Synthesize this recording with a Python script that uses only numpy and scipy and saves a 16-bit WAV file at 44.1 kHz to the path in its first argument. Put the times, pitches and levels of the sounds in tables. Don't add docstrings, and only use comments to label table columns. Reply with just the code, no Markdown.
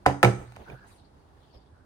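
import sys
import numpy as np
from scipy import signal
from scipy.fft import rfft, irfft, next_fast_len
from scipy.io import wavfile
from scipy.ndimage import uniform_filter1d

SR = 44100
rng = np.random.default_rng(int(sys.argv[2]) if len(sys.argv) > 2 else 0)


def log_audio(samples):
    frames = np.atleast_2d(samples).T
    limited = np.clip(frames, -1, 1)
    pcm = np.round(limited * 32767).astype(np.int16)
    wavfile.write(sys.argv[1], SR, pcm)


N = 81585

# (pitch [Hz], width [Hz], level [dB])
HUM_TONES = [(78, 10.01, -69.5), (195.26, 1.3, -68.5), (404, 25, -76)]
# (frequency [Hz], level [dB])
AIR_COLOUR = [(20, -9), (45, 1.5), (80, 2.5), (150, -4), (200, -12), (260, -6.5), (420, -11), (600, -12.5),
              (850, -10.5), (1200, -18.5), (1700, -23), (2300, -32), (4500, -32.5), (7000, -40),
              (9500, -37), (12000, -48), (15500, -54)]
# (time [s], level [dB])
RUSTLE_LEVELS = [(0, -77), (0.35, -70), (0.53, -62), (0.661, -62), (0.73, -59), (0.8, -68.5), (0.921, -61),
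                 (1.052, -85.5), (1.18, -72), (1.28, -75), (1.43, -70.5), (1.55, -76.5), (1.7, -100),
                 (1.782, -84), (1.85, -94.5)]
# (frequency [Hz], level [dB])
RUSTLE_COLOUR = [(100, -4.5), (400, -1.5), (900, 6.5), (1600, 0.5), (2400, -4.5), (4600, -7), (5700, -16),
                 (6500, -11), (7500, -24), (9500, -14.5), (11000, -20.5), (15500, -22)]
# (time [s], knock level [dB], knock pitch [Hz], knock fade time [s], click level [dB])
CONTACTS = [(0.0575, -19.5, 1410, .014, -54.5), (0.0621, 0.5, 963, 0.01, -23),
            (0.0617, -11, 1540, .012, -26), (0.0643, 0.5, 710, .013, -27),
            (0.0655, -16, 2065, 0.011, -35.5), (0.0667, -30, 4750, 0.016, -32.5),
            (0.0813, -16.5, 375, 0.012, -45.5), (0.0845, -22.5, 1950, .012, -39),
            (0.0984, -15.5, 840, 0.02, -41), (0.1116, -27.5, 1830, .012, -46),
            (0.145, -29, 730, 0.015, -53), (0.2299, -10, 1320, 0.014, -10.5), (0.231, -1, 750, .013, -22),
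            (0.2345, -5, 1340, 0.0097, -21), (0.2379, -4, 445, 0.015, -29.5),
            (0.2471, -6.5, 2300, .017, -19), (0.2499, -13.5, 475, 0.021, -42),
            (0.2522, -7, 820, 0.014, -28.5), (0.2632, -25.5, 2400, .012, -35.5),
            (0.522, -45, 728, 0.018, -49), (0.5563, -47, 1510, 0.014, -79), (0.5635, -68, 1450, .01, -43.5),
            (0.5688, -26.5, 770, 0.0071, -70), (0.683, -39.5, 1478, 0.025, -74.5),
            (0.7, -37.5, 2377, 0.027, -51), (1.538, -48, 792, .02, -86), (1.5533, -50.5, 424.7, .02, -65)]
# (frequency [Hz], level [dB])
CLICK_COLOUR = [(200, -15.5), (700, -1), (1500, 5), (2500, -3.5), (3600, -7), (5200, -15), (6000, -15),
                (7300, -18), (8500, -12.5), (11000, -18), (15500, -25.5)]
# (frequency [Hz], width [Hz], boost [dB])
HOUSING_PEAKS = [(1330, 90, 6), (1740, 57, 7), (2050, 90, 8), (2300, 310, 2.5), (2950, 350, 6),
                 (3860, 220, 4.5), (4460, 120, 7), (5040, 220, 7.5), (6250, 330, 4.5), (6620, 500, 5.5),
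                 (8200, 650, 5.5), (9500, 250, 6.5)]
# (left delay [s], right delay [s], level [dB])
BOUNCES = [(.0012, 0.0008, -13.5), (.0027, 0.0021, -12), (.0046, 0.0016, -10), (.0069, 0.014, -14)]
# (time [s], level [dB])
LANDINGS = [(0.062, -23), (0.2333, -22.5)]
# (pitch [Hz], edge level [dB], base level [dB], fade time [s])
RING_TONES = [(80, -4, -5, .33), (130.9, -1.5, 0.5, 0.38), (193, -9, 2, 0.32), (283.8, -2.5, -18, .41),
              (308.5, -17, -3.5, 0.27), (360, -18, 0, 0.35), (390, -2.5, -12, .16), (440, -3.5, -16.5, .14),
              (480, -9.5, -1.5, 0.23), (534.3, -2, 2, .2), (668, -6, -6, .16), (728, 2.5, -0.5, 0.19),
              (804.5, -1.5, 3, 0.2), (874, -1, -7, .12), (1008, 2.5, -6.5, 0.14), (1322, -15.5, -0.5, .15),
              (1765, -17, -6.5, .11), (2160, -14, -19, .11)]
# (frequency [Hz], level [dB])
RATTLE_COLOUR = [(40, -6), (80, 0.5), (200, -5.5), (450, -2.5), (850, -2.5), (1500, -11), (2400, -16.5),
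                 (3600, -26.5), (6500, -31), (10000, -35), (15500, -44.5)]
# (frequency [Hz], fade time [s])
ECHO_FADES = [(100, .42), (300, 0.22), (800, 0.43), (2000, 0.52), (5000, .36), (9000, 0.59), (15000, 0.063)]
# (frequency [Hz], level [dB])
HIT_ECHO_COLOUR = [(100, -9.5), (400, 1), (800, -16.5), (1300, -14), (2500, -21), (6000, -6), (10000, -16),
                   (15000, -12)]
# (frequency [Hz], level [dB])
RING_ECHO_COLOUR = [(100, -25), (200, -17.5), (400, -16), (900, -20.5), (2000, -18)]
# (time [s], length [s], loudest point [share of length], level [dB])
DRAGS = [(0.348, 0.12, .5, -44.5), (0.569, 0.085, 0.53, -46.5), (0.664, 0.11, 0.38, -44),
         (1.53, 0.064, .35, -54)]
# (frequency [Hz], level [dB])
DRAG_COLOUR = [(60, 8), (200, -1.5), (350, 1.5), (800, 0), (1500, -21.5), (3000, -21.5), (6000, -52),
               (11000, -35), (15500, -39.5)]
# (time [s], level [dB], pitch [Hz], rise time [s], fade time [s])
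BUMPS = [(0.614, -51.5, 63.2, 0.0064, 0.4), (0.728, -34.5, 127.1, 0.0051, 0.145),
         (1.013, -42.5, 80, 0.0058, 0.091), (1.157, -56, 56.9, 0.0084, 0.24),
         (1.552, -41, 60.6, 0.004, 0.14), (1.721, -46, 85.7, 0.007, 0.22)]
# (time [s], length [s], loudest point [share of length], level [dB], centre [Hz], width [Hz])
SLIDES = [(0.65, 0.26, 0.16, -56.5, 1525, 321), (0.862, 0.17, .12, -67.5, 8830, 3180),
          (0.902, .2, 0.52, -70.5, 4030, 1409), (1.33, 0.41, .4, -73.5, 3510, 1100),
          (1.415, 0.26, 0.6, -73, 4570, 910), (1.707, 0.18, 0.31, -70.5, 1493, 451.3)]
# (time [s], length [s], level [dB], start pitch [Hz], end pitch [Hz], width [Hz])
SQUEAKS = [(0.725, .15, -58, 1540, 1630, 170), (1.522, .075, -68, 5500, 4850, 260)]
# (frequency [Hz], likeness [0 unrelated to 1 the same])
LIKENESS = [(60, 1), (130, 0.6), (290, 0.9), (640, 0), (1400, 0.01), (15000, 0)]
# (frequency [Hz], left minus right [dB])
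BALANCE = [(60, -2.5), (200, -5), (700, -2.5), (1300, 1), (2300, -3.5), (4400, 5), (8000, -0.5),
           (12000, -2)]
SIDES = np.array([[.5], [-.5]])


def amp(db):
    return 10 ** (np.asarray(db) / 20)


def unit(x):
    return x / np.sqrt(np.mean(x ** 2) + 1e-20)


def along(table, hz):
    frequencies, values = np.transpose(table)
    return np.interp(np.log(hz + 1), np.log(frequencies + 1), values)


def since(start):
    return np.maximum(np.arange(N) / SR - start, 0)


def fade(t, fade_s):
    return np.exp(-np.log(1000) * t / fade_s)


def struck(start, rise_s, fade_s):
    t = since(start)
    return (1 - np.exp(-t / rise_s)) * fade(t, fade_s)


def struck_tone(start, hz, rise_s, fade_s):
    return struck(start, rise_s, fade_s) * np.sin(2 * np.pi * hz * since(start))


def stroke(start, length, peak):
    progress = since(start) / length
    ramp = np.minimum(progress / peak, (1 - progress) / (1 - peak))
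    return np.sin(np.pi / 2 * np.clip(ramp, 0, 1))


def filtered(x, response):
    size = next_fast_len(N + SR // 2)
    return irfft(rfft(x, size) * response(np.fft.rfftfreq(size, 1 / SR)), size)[..., :N]


def coloured(x, colour):
    return filtered(x, lambda hz: amp(along(colour, hz)))


def coloured_after(x, gain_db):
    size = 2 * next_fast_len(N)
    cepstrum = irfft(np.log(amp(gain_db(np.fft.rfftfreq(size, 1 / SR)))), size)
    cepstrum[1:size // 2] *= 2
    cepstrum[size // 2 + 1:] = 0
    return irfft(rfft(x, size) * np.exp(rfft(cepstrum)), size)[..., :N]


def bell(f, hz, width):
    return 1 / (1 + ((f - hz) / (width / 2)) ** 2)


def band(x, hz, width):
    return unit(filtered(x, lambda f: bell(f, hz, width)))


def spread(pair):
    angle = lambda hz: np.arccos(np.clip(along(LIKENESS, hz), -1, 1)) / 2
    mid, side = filtered(pair, lambda hz: np.array([np.cos(angle(hz)), np.sin(angle(hz))]))
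    return np.array([mid + side, mid - side])


def hiss():
    return spread(rng.standard_normal((2, N)))


def noise(colour):
    return unit(coloured(hiss(), colour))


def background(air_db=-55, fall_db_per_s=2):
    hum = sum(amp(db) * band(rng.standard_normal(N), hz, width) for hz, width, db in HUM_TONES)
    air = amp(air_db - fall_db_per_s * since(0)) * noise(AIR_COLOUR)
    return hum + air


def rustle():
    times, levels_db = np.transpose(RUSTLE_LEVELS)
    return amp(np.interp(since(0), times, levels_db)) * noise(RUSTLE_COLOUR)


def skin_grip(x, depth_db=3.5):
    spectrum = signal.stft(x, nperseg=256)[2]
    patches = uniform_filter1d(rng.standard_normal(spectrum.shape[1:]), size=4, axis=0)
    patches = uniform_filter1d(patches, size=7, axis=1)
    return signal.istft(spectrum * amp(depth_db * unit(patches)), nperseg=256)[1][:, :N]


def knocks(rise_s=0.00045):
    return -sum(amp(db) * struck_tone(start, hz, rise_s, fade_s)
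                for start, db, hz, fade_s, _ in CONTACTS)


def clicks(snap_db=20, crackle_db=6):
    snaps, crackle_level = np.zeros(N), np.zeros(N)
    for start, *_, db in CONTACTS:
        snaps[round(start * SR)] += amp(db + snap_db)
        crackle_level += amp(db + crackle_db) * struck(start, rise_s=0.00014, fade_s=0.0095)
    return housing(coloured_after(snaps + crackle_level * hiss(), lambda hz: along(CLICK_COLOUR, hz)))


def housing(x, lift_db=1):
    boost_db = lambda f: lift_db + sum(db * bell(f, hz, width) for hz, width, db in HOUSING_PEAKS)
    return coloured_after(x, boost_db)


def with_bounces(x):
    delay = lambda hz, left, right: np.exp(-2j * np.pi * hz * np.array([[left], [right]]))
    return filtered(x, lambda hz: 1 + sum(amp(db) * delay(hz, left, right) for left, right, db in BOUNCES))


def echo(x, colour):
    hz, t, spectrum = signal.stft(rng.standard_normal((2, N)), SR, nperseg=256)
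    spectrum *= fade(t, along(ECHO_FADES, hz)[:, None])
    tail = signal.istft(spectrum, SR, nperseg=256)[1][:, :N]
    build_up = 1 - np.exp(-since(0.00081) / 0.00073)
    tail = spread(tail * build_up)
    tail /= np.linalg.norm(tail[0])
    answer = signal.fftconvolve(np.broadcast_to(x, (2, N)), tail, axes=1)[:, :N]
    return coloured(answer, colour)


def ringing(rise_cycles=0.8):
    out = np.zeros(N)
    for landing, (start, db) in enumerate(LANDINGS):
        for row, (hz, *levels_db, fade_s) in enumerate(RING_TONES):
            tone = struck_tone(start, hz, rise_cycles / hz, fade_s)
            out -= (-1) ** row * amp(db + levels_db[landing]) * tone
    return out


def desk_boom(hz=119.8, beat_hz=3.06, edge_db=-38, base_db=-11):
    out = np.zeros(N)
    for (start, _), db in zip(LANDINGS, (edge_db, base_db)):
        beat = np.cos(np.pi * beat_hz * since(start))
        out -= amp(db) * beat * struck_tone(start, hz, rise_s=0.012, fade_s=0.48)
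    return out


def key_rattle(edge_db=-26, base_db=-20):
    shake = sum(amp(db) * struck(start, rise_s=0.006, fade_s=0.23)
                for (start, _), db in zip(LANDINGS, (edge_db, base_db)))
    return housing(shake * noise(RATTLE_COLOUR))


def foot_drags():
    level = sum(amp(db) * stroke(start, length, peak) for start, length, peak, db in DRAGS)
    return level * noise(DRAG_COLOUR)


def bumps():
    return sum(amp(db) * struck_tone(start, hz, rise_s, fade_s) for start, db, hz, rise_s, fade_s in BUMPS)


def slides():
    return sum(amp(db) * stroke(start, length, peak) * band(hiss(), hz, width)
               for start, length, peak, db, hz, width in SLIDES)


def squeaks():
    out = np.zeros((2, N))
    for start, length, db, from_hz, to_hz, width in SQUEAKS:
        hz = np.interp(since(start), [0, length], [from_hz, to_hz])
        tone = np.sin(2 * np.pi * np.cumsum(hz) / SR)
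        waver = band(rng.standard_normal((2, N)), 0, width)
        out += amp(db) * stroke(start, length, peak=0.53) * unit(waver * tone)
    return out


def placed(x, left_lead_s=0.00017):
    balance = lambda hz: amp(SIDES * along(BALANCE, hz))
    return filtered(x, lambda hz: balance(hz) * np.exp(2j * np.pi * hz * SIDES * left_lead_s))


def scene():
    hits = knocks() + with_bounces(clicks())
    ring = ringing()
    direct = (hits + ring) * amp(-2.5 * SIDES)
    echoes = echo(hits, HIT_ECHO_COLOUR) + echo(ring, RING_ECHO_COLOUR)
    handling = skin_grip(rustle() + slides()) + foot_drags() + bumps() + squeaks()
    return placed(background() + direct + echoes + desk_boom() + key_rattle() + handling)


def record(dry, low_cut_hz=40, peak_limit=0.78, top_hz=16400):
    thinned = signal.sosfilt(signal.butter(2, low_cut_hz, "high", fs=SR, output="sos"), dry)
    rounded = thinned / (1 + np.abs(thinned / peak_limit) ** 6) ** (1 / 6)
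    return filtered(rounded, lambda hz: hz < top_hz)


dry = scene()
out = record(dry)
log_audio(out)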